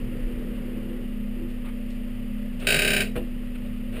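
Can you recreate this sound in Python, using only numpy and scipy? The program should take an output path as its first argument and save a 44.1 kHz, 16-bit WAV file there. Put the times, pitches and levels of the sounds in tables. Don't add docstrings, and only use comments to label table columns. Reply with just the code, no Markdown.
import sys
import numpy as np
from scipy import signal
from scipy.fft import rfft, irfft
from scipy.io import wavfile

SR = 44100
rng = np.random.default_rng(int(sys.argv[2]) if len(sys.argv) > 2 else 0)


def wav_out(sig):
    wavfile.write(sys.argv[1], SR, np.round(np.clip(np.atleast_2d(sig).T, -1, 1) * 32767).astype(np.int16))


N = 176400
T = np.arange(N) / SR

# (time [s], level [dB])
EXHAUST_LEVEL = [(0, -40.5), (.5, -39), (.95, -39.5), (1.15, -48), (1.32, -50.5), (1.4, -40), (1.56, -48),
                 (2.4, -53.5), (4, -50.5)]
CLATTER_LEVEL = [(0, -51), (.85, -51.5), (1.15, -53), (2.5, -52), (4, -52.5)]
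# (time [s], crank rate [rev/s])
CRANK_SPEED = [(0, 12.86), (1.4, 13.11), (2.2, 13.1), (3.5, 12.87), (4, 13.2)]
# (order [per rev], level [dB])
ENGINE_ORDERS = [(2, -31.5), (3, -57), (4, -48.5), (8, -50), (10, -57), (14, -53.5), (16, -39.5),
                 (26, -66.5), (44, -61.5)]
# (start [s], length [s], level [dB], pitch [Hz])
SHELL_BOOMS = [(0, 0.083, -32.5, 40.6), (0.021, 0.091, -35, 116.7), (0.216, 0.094, -25.5, 32.9),
               (0.314, .1, -32, 46.1), (0.48, 0.13, -29.5, 34.1)]

# (start [s], length [s], level [dB])
EXHAUST_BLIPS = [(.72, 0.356, -46), (1.35, 0.152, -40.5)]
CLOTH_RUBS = [(1.475, .05, -54), (2.585, .11, -38.5), (3.54, 0.036, -46.5), (3.61, 0.089, -50.5),
              (3.915, 0.11, -42)]
GEAR_LEVER_SCUFFS = [(1.64, 0.058, -47.5), (1.68, 0.032, -51)]
CABLE_GROANS = [(2.72, 0.12, -33), (2.93, .11, -40.5)]

# (time [s], level [dB])
LIGHT_TICKS = [(1.499, -62), (1.902, -57), (2.599, -53)]
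DULL_KNOCKS = [(3.1553, -32), (3.1615, -27), (3.176, -37), (3.94, -46), (3.9675, -37), (3.991, -39)]
PAWL_DROPS = [(2.6689, -21.5), (2.6862, -23), (2.703, -22.5), (2.722, -22.5), (2.7422, -21), (2.764, -25),
              (2.7891, -22), (2.8182, -23), (2.8466, -22.5), (2.8753, -22.5), (2.9024, -23), (2.9318, -23),
              (2.9634, -23), (3.0037, -24)]

# (frequency [Hz], relative density [dB])
EXHAUST_SPECTRUM = [(90, -2), (150, 1.5), (250, -1), (335, 2.5), (390, -3.5), (510, -0.5), (620, -18.5),
                    (900, -24.5), (2000, -24)]
CLATTER_SPECTRUM = [(500, -3.5), (760, -3), (1000, -6.5), (1230, -1.5), (1530, -5.5), (1900, 1.5),
                    (2250, -1.5), (2850, 2.5), (3400, -7.5), (4150, -16), (4700, -12.5), (5400, -19),
                    (5900, -24)]
RUMBLE_SPECTRUM = [(20, -7), (45, -9), (62, -14), (85, -1), (110, 7.5), (135, 0.5), (165, 0.5),
                   (280, -12.5), (400, -7.5), (560, -2.5), (700, -19), (1000, -42.5)]
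RUB_SPECTRUM = [(300, 11), (600, 8.5), (900, -13), (1300, 0), (1900, -4.5), (2700, 4.5), (3600, -6.5),
                (5500, -26)]
SCUFF_SPECTRUM = [(600, 0), (850, -2), (1200, 4), (1700, -8), (2150, 2), (3000, -5), (3600, -9.5),
                  (5500, -30)]
TICK_SPECTRUM = [(1500, -20), (3000, 4), (4500, -2), (5800, -5)]
KNOCK_SPECTRUM = [(50, 6), (120, -2.5), (330, -1), (490, 1), (610, -3.5), (900, -20), (1550, -17.5),
                  (2200, -22), (2650, -14), (3500, -26.5), (5500, -43.5)]
FLOOR_PAN_SPECTRUM = [(100, -5), (165, 2), (280, -13.5), (410, -5), (630, -2), (900, -24), (1340, -15),
                      (1550, 0), (1740, -8), (2200, -4), (2500, 1.5), (3050, -3.5), (3250, -8.5),
                      (3620, -17.5), (3850, -2.5), (4080, -17), (4650, -9.5), (5300, -16), (5900, -26)]

# (frequency [Hz], T60 [s])
CABIN_DECAY = [(150, 0.64), (500, 0.33), (1400, .19), (2700, .21), (4000, 0.21)]
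# (frequency [Hz], rms over the pull [dB])
LEVER_RING = [(391, -40), (425, -43), (2348, -39), (2520, -38), (2581, -41), (2640, -38), (3067, -41),
              (3102, -43)]
# (frequency [Hz], gain [dB], T60 [s])
PAWL_RING = [(1500, 0, .04), (1590, 6, .05)]

ATTACK_S = .0014
ROOF_ECHO_S, ROOF_ECHO_DB = .0145, -6
FAN_HZ, FAN_DB = 244.1, -36
ORDER_FLUTTER_DB, CLATTER_THROB, RUMBLE_DB = 3.54, 0.083, -47.5
CHATTER_PER_S, CHATTER_DB = 260, -42
PAN_GAIN_DB, PAN_FADE_RAD, SLACK_TILT_DB_PER_OCT = 1, 1.24, 0.67
SOFT_LIMIT, HOLD_HZ, CUTOFF_HZ = .42, 12000, 15350


def from_db(db):
    return 10 ** (np.asarray(db) / 20)


def unit_rms(x):
    return x / np.sqrt(np.mean(x ** 2) + 1e-20)


def at_hz(points, hz):
    table_hz, values = np.transpose(points)
    return np.interp(np.log(np.maximum(hz, 1)), np.log(table_hz), values)


def gain_curve(points):
    return from_db(np.interp(T, *np.transpose(points)))


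def colour(x, spectrum):
    n = len(x)
    hz = np.arange(n // 2 + 1) * SR / n + 1
    skirts = np.minimum(1, np.minimum(hz / spectrum[0][0], spectrum[-1][0] / hz)) ** 4
    cepstrum = irfft(np.log(from_db(at_hz(spectrum, hz)) * skirts), n)
    causal = np.r_[cepstrum[0], 2 * cepstrum[1:n // 2]]
    return irfft(rfft(x) * np.exp(rfft(causal, n)), n)


def noise(spectrum):
    return unit_rms(colour(rng.standard_normal(N), spectrum))


def drift(corner_hz):
    hz = np.arange(N // 2 + 1) * SR / N
    slow = irfft(rfft(rng.standard_normal(N)) / (1 + (hz / corner_hz) ** 2), N)
    return unit_rms(slow - slow.mean())


def wandering_phase(hz, wander, corner_hz):
    return 2 * np.pi * np.cumsum(hz * (1 + wander * drift(corner_hz))) / SR


def tone(hz, wander, corner_hz=27):
    return np.sqrt(2) * np.sin(wandering_phase(hz, wander, corner_hz))


def impulses(rows):
    time_s, db = np.transpose(rows)
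    return np.bincount(np.clip(time_s * SR, 0, N - 1).astype(int), from_db(db), N)


def swells(rows):
    return sum(from_db(db) * np.sin(np.pi * np.clip((T - start_s) / length_s, 0, 1))
               for start_s, length_s, db in rows)


def ring(hz, t60_s, rise_s=ATTACK_S):
    t = T[:SR // 2]
    return np.sin(2 * np.pi * hz * t) * (1 - np.exp(-t / rise_s)) * np.exp(-np.log(1000) * t / t60_s)


def panel(spectrum, snap_s=.007, snap_db=-1.5):
    t = T[:SR // 2]
    snap = from_db(snap_db) * np.exp(-(t / snap_s) ** 4)
    echo = from_db(ROOF_ECHO_DB) * np.exp(-((t - ROOF_ECHO_S) / snap_s * 2 - 1) ** 2)
    envelope = (1 + snap + echo) * np.minimum(t / ATTACK_S, 1)
    white = rfft(rng.standard_normal(len(t)))
    hz = np.arange(len(t) // 2 + 1) * SR / len(t)
    edges_hz = np.geomspace(45, 6400, 40)
    bands = 0
    for low, high in zip(edges_hz, edges_hz[1:]):
        band = irfft(white * (hz >= low) * (hz < high), len(t))
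        decay = from_db(-60 * t / at_hz(CABIN_DECAY, low))
        bands += unit_rms(band * envelope * decay) * np.sqrt(high - low)
    return unit_rms(colour(bands, spectrum)) * np.sqrt(.03 * SR / len(t))


def strike(hits, response):
    return signal.fftconvolve(hits, response)[:N]


def far_exhaust():
    murmur = gain_curve(EXHAUST_LEVEL) * noise(EXHAUST_SPECTRUM)
    return murmur + swells(EXHAUST_BLIPS) * tone(hz=337, wander=0.072)


def fan():
    return tone(FAN_HZ, wander=0.00035, corner_hz=4) * from_db(FAN_DB + 0.13 * drift(1))


def engine():
    rev_per_s = np.interp(T, *np.transpose(CRANK_SPEED))
    crank_rad = wandering_phase(rev_per_s, wander=0.0062, corner_hz=2.7)
    tones = 0
    for order, db in ENGINE_ORDERS:
        flutter_db = ORDER_FLUTTER_DB * min(order / 10, 1) * drift(2.2)
        phase_rad = order * crank_rad + 2 * np.pi * rng.random()
        tones += from_db(db + flutter_db) * np.sqrt(2) * np.sin(phase_rad)
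    throb = 1 + CLATTER_THROB * np.sin(2 * crank_rad)
    clatter = gain_curve(CLATTER_LEVEL) * noise(CLATTER_SPECTRUM) * throb
    booms = sum(swells([swell]) * tone(hz, wander=0.1) for *swell, hz in SHELL_BOOMS)
    rumble = from_db(RUMBLE_DB) * noise(RUMBLE_SPECTRUM)
    return tones + clatter + rumble + booms


def driver():
    hollow = from_db(15) * ring(hz=485, t60_s=.045, rise_s=.006)
    knocks = strike(impulses(DULL_KNOCKS), panel(KNOCK_SPECTRUM, snap_s=.01, snap_db=1) + hollow)
    ticks = strike(impulses(LIGHT_TICKS), panel(TICK_SPECTRUM))
    rubs = swells(CLOTH_RUBS) * noise(RUB_SPECTRUM)
    scuffs = swells(GEAR_LEVER_SCUFFS) * noise(SCUFF_SPECTRUM)
    roughness = from_db(1.8 * drift(66))
    return knocks + ticks + (rubs + scuffs) * roughness


def floor_pan(hits, travel):
    slack_spectrum = [(hz, db + SLACK_TILT_DB_PER_OCT * np.log2(hz)) for hz, db in FLOOR_PAN_SPECTRUM]
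    slack = strike(hits * np.cos(PAN_FADE_RAD * travel), panel(slack_spectrum))
    taut = strike(hits * np.sin(PAN_FADE_RAD * travel), panel(FLOOR_PAN_SPECTRUM))
    return from_db(PAN_GAIN_DB) * (slack + taut)


def handbrake():
    start_s = PAWL_DROPS[0][0]
    pull_s = PAWL_DROPS[-1][0] - start_s
    travel = np.clip((T - start_s) / pull_s, 0, 1)
    pulling = (travel > 0) * (travel < 1)
    chatter = pulling * (rng.random(N) < CHATTER_PER_S / SR) * rng.standard_normal(N)
    hits = impulses(PAWL_DROPS) + from_db(CHATTER_DB) * chatter
    pan = floor_pan(hits, travel)
    lever = sum((-1) ** k * from_db(db) * unit_rms(strike(hits, ring(hz, t60_s=.18)))
                for k, (hz, db) in enumerate(LEVER_RING))
    lever *= np.sqrt(pull_s * SR / N)
    pawl = strike(hits, sum(from_db(db) * ring(hz, t60_s) for hz, db, t60_s in PAWL_RING))
    cable = swells(CABLE_GROANS) * tone(hz=164.1, wander=0.08)
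    return pan + lever + pawl + cable


def scene():
    return (far_exhaust() + handbrake() + driver() + engine() + fan())[None]


def record(dry):
    rounded = SOFT_LIMIT * np.tanh(dry / SOFT_LIMIT)
    slow = signal.resample_poly(rounded, HOLD_HZ, SR, axis=-1)
    held = signal.resample(np.repeat(slow, 8, axis=-1), N, axis=-1)
    lowpass = signal.ellip(12, .2, 80, CUTOFF_HZ, fs=SR, output="sos")
    return signal.sosfilt(lowpass, held)


dry = scene()
out = record(dry)
wav_out(out)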